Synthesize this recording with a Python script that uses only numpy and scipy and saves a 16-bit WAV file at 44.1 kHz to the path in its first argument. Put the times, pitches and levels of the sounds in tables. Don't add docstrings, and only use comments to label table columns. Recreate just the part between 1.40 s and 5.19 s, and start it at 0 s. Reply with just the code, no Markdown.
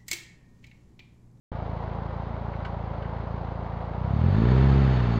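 import sys
import numpy as np
from scipy import signal
from scipy.fft import rfft, irfft, next_fast_len
from scipy.io import wavfile

SR = 44100
rng = np.random.default_rng(int(sys.argv[2]) if len(sys.argv) > 2 else 0)


def to_wav(sig):
    pcm = np.clip(np.atleast_2d(sig), -1, 1) * 32767
    pcm = np.round(pcm).astype(np.int16)
    wavfile.write(sys.argv[1], SR, pcm.T)


N = 167139
T = np.arange(N) / SR
CYLINDERS = 4


def from_db(db):
    return 10 ** (np.asarray(db) / 20)


def rms_one(x):
    return x / np.sqrt(np.mean(x ** 2) + 1e-20)


def in_time(rows):
    s, *columns = np.transpose(rows)
    return [np.interp(T, s, c) for c in columns]


def colour(x, points, lean=1):
    size = 2 * next_fast_len(N)
    hz, db = np.transpose(points)
    bins_hz = np.arange(size // 2 + 1) * SR / size
    gain = rms_one(from_db(np.interp(np.log(bins_hz + 1e-9), np.log(hz), db)))
    cepstrum = irfft(np.log(gain))
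    cepstrum[1:size // 2] *= 1 + lean
    cepstrum[size // 2 + 1:] *= 1 - lean
    return irfft(rfft(x, size) * np.exp(rfft(cepstrum)))[:N]


def drift(points_per_s):
    points = rng.standard_normal(N // 20)
    return np.interp(T * points_per_s, np.arange(len(points)), points)


def clicks(times, sizes):
    out = np.zeros(N + 1)
    np.add.at(out, np.clip((times * SR).astype(int), 0, N), sizes)
    return out[:N]


def dying(x, decay_s):
    return signal.lfilter([1], [1, -np.exp(-1 / (decay_s * SR))], x + 1e-18)


def fade_60db(age, t60_s):
    return np.exp(-np.log(1000) * age / t60_s)


def resonance(x, hz, width_hz):
    r = np.exp(-np.pi * width_hz / SR)
    return signal.lfilter([1, 0, -1], [1, -2 * r * np.cos(2 * np.pi * hz / SR), r * r], x)


def sing(modes):
    x = rng.standard_normal(N)
    out = 0
    for hz, width_hz, db in modes:
        ringing = resonance(resonance(x, hz, width_hz), hz, width_hz)
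        out = out + from_db(db) * rms_one(ringing)
    return out


# start_s, level_db, attack_s (time constant), treble_edge_hz
CLUNK_EVENTS = [(1.132, -42.5, .004, 2500), (1.2488, -39, .0006, 6500), (1.622, -47.5, .002, 5000),
                (1.647, -44.5, .002, 2500), (2.452, -53.5, .003, 9000)]
# pitch_hz, relative_level_db (per Hz)
CLUNK_COLOUR = [(500, -22), (1400, 6), (2100, -2), (2500, -3.5), (3000, -1.5), (3400, -9), (4400, -10.5),
                (5500, -20), (6600, -26), (8200, -28.5), (10000, -61)]
# pitch_hz, relative_level_db, t60_s (time to fall 60 dB)
CLUNK_TONES = [(1540, 4, 0.11), (1980, -1.5, 0.06), (2200, -1, .09), (3010, -1, 0.07)]
CLUNK_T60_S, CLUNK_RING_DB = .115, -3


def clunks():
    out = 0
    for start_s, level_db, attack_s, edge_hz in CLUNK_EVENTS:
        age = np.maximum(T - start_s, 0)
        burst = rng.standard_normal(N) * fade_60db(age, CLUNK_T60_S) * (age > 0)
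        rattle = colour(burst, CLUNK_COLOUR)
        ring = 0
        for hz, tone_db, t60_s in CLUNK_TONES:
            tone = fade_60db(age, t60_s) * np.sin(2 * np.pi * hz * age)
            ring = ring + from_db(CLUNK_RING_DB + tone_db) * tone
        struck = (rattle + ring) * (1 - np.exp(-age / attack_s))
        soften = signal.butter(2, edge_hz, fs=SR, output="sos")
        out = out + from_db(level_db) * signal.sosfilt(soften, struck + 1e-18)
    return out


KNOCK_T60_S = 0.29
VALVE_LAG_S, VALVE_S, VALVE_DEPTH = .0035, 0.0084, 0.23
TICKS_PER_S, TICK_SPREAD_DB, TICK_S = 110, 3, 0.0019


def clatter(times, rate, knock_share, tick_depth):
    age = T[:SR // 8]
    knocks = 0
    for k in range(CYLINDERS):
        ring = rng.standard_normal(len(age)) * fade_60db(age, KNOCK_T60_S)
        hits = clicks(times[k::CYLINDERS], 1) / np.sqrt(rate)
        knocks = knocks + signal.fftconvolve(hits, ring)[:N]
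    halfway = (times[1:] + times[:-1]) / 2
    valves = dying(clicks(np.r_[times, halfway] + VALVE_LAG_S, 0.89), VALVE_S)
    tick_sizes = from_db(TICK_SPREAD_DB * np.minimum(rng.exponential(1, N), np.pi))
    ticks = dying((rng.random(N) < TICKS_PER_S / SR) * tick_sizes, TICK_S)
    hiss = rng.standard_normal(N) * (1 + VALVE_DEPTH * valves + tick_depth * ticks)
    return np.sqrt(knock_share) * rms_one(knocks) + np.sqrt(1 - knock_share) * rms_one(hiss)


# pitch_hz, relative_level_db (per Hz)
IDLE_COLOUR = [(30, -28), (150, 2.5), (330, -5.5), (540, 0.5), (950, -1), (1300, -9.5), (1700, -16.5),
               (2200, -19.5), (2450, -25), (3100, -27), (4200, -30.5), (4900, -36), (5500, -45),
               (6300, -45.5), (7500, -56), (9500, -74)]
IDLE_HZ = 28
IDLE_START_DB, IDLE_DB_PER_OCTAVE, SETTLE_DB_PER_S = -38, 1.5, -0.18


def idle_clatter(times, rate):
    level_db = IDLE_START_DB + IDLE_DB_PER_OCTAVE * np.log2(rate / IDLE_HZ) + SETTLE_DB_PER_S * T
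    return from_db(level_db) * colour(clatter(times, rate, knock_share=0.068, tick_depth=.3), IDLE_COLOUR)


# pitch_hz, width_hz (of each filter pass), level_db (against the whirr)
RUB_TONES = [(4366, 70, -24.5), (4480, 45, -27), (6545, 30, -47), (6670, 80, -40.5)]
# peak_s, half_length_s, gain_db
RUB_SWELL_EVENTS = [(3.002, .04, 6.5), (3.112, 0.017, 12), (3.301, 0.027, 4), (3.41, .04, 5),
                    (3.547, .03, 9), (3.755, 0.028, 12)]


def rubbing():
    swell_db = sum(db * np.exp(-((T - s) / half_s) ** 2) for s, half_s, db in RUB_SWELL_EVENTS)
    return from_db(swell_db) * sing(RUB_TONES)


# multiple (of the firing rate), level_db (against the whirr)
WHINE_TONES = [(19, -16), (20.5, -19), (26.3, -20)]


def whines(firings):
    out = 0
    for multiple, db in WHINE_TONES:
        level_db = db + 2 * drift(points_per_s=12.8)
        phase = 2 * np.pi * multiple * firings + 0.41 * drift(points_per_s=24)
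        out = out + from_db(level_db) * rms_one(np.sin(phase))
    return out


# pitch_hz, relative_level_db (per Hz)
WHIRR_COLOUR = [(200, -15), (520, 0), (700, -6.5), (900, -2.5), (1350, -0.5), (1580, -3.5), (1760, -3.5),
                (2400, -8.5), (3300, -12.5), (4000, -15), (4400, -17.5), (4900, -20.5), (5500, -32),
                (6200, -29.5), (6700, -32), (7200, -37), (8000, -45), (9500, -50.5)]
# pitch_hz, width_hz (of each filter pass), level_db (against the whirr)
SINGING_PARTS = [(830, 50, -14), (1030, 25, -19), (1611, 24, -19), (1728, 24, -15.5), (1806, 30, -19),
                 (2009, 20, -20), (2211, 18, -23), (3030, 40, -27), (3457, 22, -31), (3602, 26, -25.5),
                 (3728, 30, -30)]
# time_s, level_db
WHIRR_CURVE = [(2.45, -72), (2.63, -58.5), (2.76, -50), (2.87, -45.5), (3.0, -43), (3.11, -40),
               (3.36, -39.5), (3.62, -40), (3.79, -41.5)]
WHIRR_THROB = 0.12


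def whirr(times, rate, firings):
    noise = colour(clatter(times, rate, knock_share=0.64, tick_depth=.6), WHIRR_COLOUR)
    mix = noise + sing(SINGING_PARTS) + rubbing() + whines(firings)
    throb = 1 + WHIRR_THROB * np.cos(np.pi * firings)
    return from_db(in_time(WHIRR_CURVE)[0]) * throb * mix


# pitch_hz, relative_level_db (per Hz)
RASP_COLOUR = [(25, -34.5), (60, -13), (100, -10.5), (220, 2), (300, -14), (410, 1.5), (470, -11.5),
               (700, -16.5), (1500, -28.5), (10000, -93.5)]
PUFF_S, PUFF_FLOOR = 0.012, 0.38


def rasp(times, sizes, rasp_db):
    puffs = rms_one(PUFF_FLOOR + dying(clicks(times, sizes), PUFF_S))
    return colour(from_db(rasp_db) * puffs * rng.standard_normal(N), RASP_COLOUR)


# pitch_hz, width_hz, relative_level_db
BARK_TONES = [(222, 26, 0), (278, 32, -2), (345, 40, -4), (402, 36, -3.5), (500, 120, -10.5)]
# time_s, gain_db
BARK_CURVE = [(2.6, -62), (2.95, -43), (2.99, -27), (3.1, -28.5), (3.2, -31), (3.4, -31.5), (3.55, -36),
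              (3.79, -37)]
SILENCER_EDGE_HZ = 466


def bark(beat):
    ringing = 0
    for hz, width_hz, db in BARK_TONES:
        ringing = ringing + from_db(db) * rms_one(resonance(beat, hz, width_hz))
    muffle = signal.butter(4, SILENCER_EDGE_HZ, fs=SR, output="sos")
    return signal.sosfilt(muffle, rms_one(ringing)) * from_db(in_time(BARK_CURVE)[0])


# pitch_hz, relative_level_db
PIPE_IDLE = [(15, -43.5), (28, -25), (56, 3.5), (85, 2.5), (112, 2.5), (140, -2), (168, -1), (198, -12),
             (226, -13), (260, -32), (320, -19.5), (420, -38), (800, -26), (3000, -64), (10000, -115)]
# pitch_hz, relative_level_db
PIPE_THROTTLE = [(15, -45), (45, -9), (65, 0.5), (87, 8), (109, 2.5), (131, 4.5), (165, -1.5), (200, -7),
                 (218, 1), (245, -13.5), (280, -20), (340, -27), (405, -28), (470, -37), (800, -35.5),
                 (3000, -69), (10000, -115)]
THUMP_LEAN = 0.65


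def thumps(beat, thump_db, throttle):
    pulses = beat * from_db(thump_db)
    closed = colour(pulses * (1 - throttle), PIPE_IDLE, THUMP_LEAN)
    opened = colour(pulses * throttle, PIPE_THROTTLE, THUMP_LEAN)
    return closed + opened


# time_s, thump_level_db, rasp_level_db
EFFORT_CURVE = [(.12, -34, -50), (2.52, -34, -53), (2.63, -28.5, -52), (2.74, -23.5, -49), (2.86, -20, -44),
                (2.96, -20, -41), (3.07, -18.5, -37), (3.22, -17.5, -38.5), (3.38, -18, -40),
                (3.55, -20.5, -41), (3.79, -22.5, -40)]
# time_s, share_open (0 to 1)
THROTTLE_CURVE = [(2.55, 0), (2.82, 0.88)]
CYLINDER_GAINS = [0.33, 0.63, 1.2, -0.61]
CYLINDER_LAGS = [-.00045, -.0001, .0001, .0003]
UNEVEN_DB, THUMP_LAG_S = 0.5, 0.0015


def exhaust(times, rate):
    thump_db, rasp_db = in_time(EFFORT_CURVE)
    throttle = in_time(THROTTLE_CURVE)[0]
    times = times + np.resize(CYLINDER_LAGS, len(times)) * np.interp(times, T, throttle)
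    chance_db = UNEVEN_DB * rng.standard_normal(len(times))
    sizes = from_db(np.resize(CYLINDER_GAINS, len(times)) + chance_db)
    beat = clicks(times + THUMP_LAG_S, sizes) * np.sqrt(SR / rate)
    return thumps(beat, thump_db, throttle) + bark(beat) + rasp(times, sizes, rasp_db)


# time_s, firings_per_s
SPEED_CURVE = [(0.0, 27.66), (0.45, 27.58), (0.75, 28.14), (1.1, 28.14), (1.4, 28.04), (1.55, 27.48),
               (1.85, 28.12), (2.5, 28.08), (2.62, 30.57), (2.72, 34.53), (2.85, 43.01), (2.98, 54.55),
               (3.08, 61.62), (3.24, 67.59), (3.4, 67.97), (3.58, 62.01), (3.79, 56.0)]
ANCHOR_FIRING_S, JITTER_S = .1486, .00005


def scene():
    rate, = in_time(SPEED_CURVE)
    firings = np.cumsum(rate) / SR
    firings -= np.interp(ANCHOR_FIRING_S, T, firings)
    times = np.interp(np.arange(np.ceil(firings[0]), firings[-1]), firings, T)
    times = times + JITTER_S * rng.standard_normal(len(times))
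    engine = idle_clatter(times, rate) + whirr(times, rate, firings)
    return (clunks() + engine + exhaust(times, rate))[None]


START_S, FADE_S, CUTOFF_HZ = .1165, 0.0021, 10800


def record(dry):
    opened = np.clip(np.minimum(T - START_S, T[-1] - T) / FADE_S, 0, 1)
    return signal.sosfilt(signal.cheby2(10, 60, CUTOFF_HZ, fs=SR, output="sos"), dry * opened)


dry = scene()
out = record(dry)
to_wav(out)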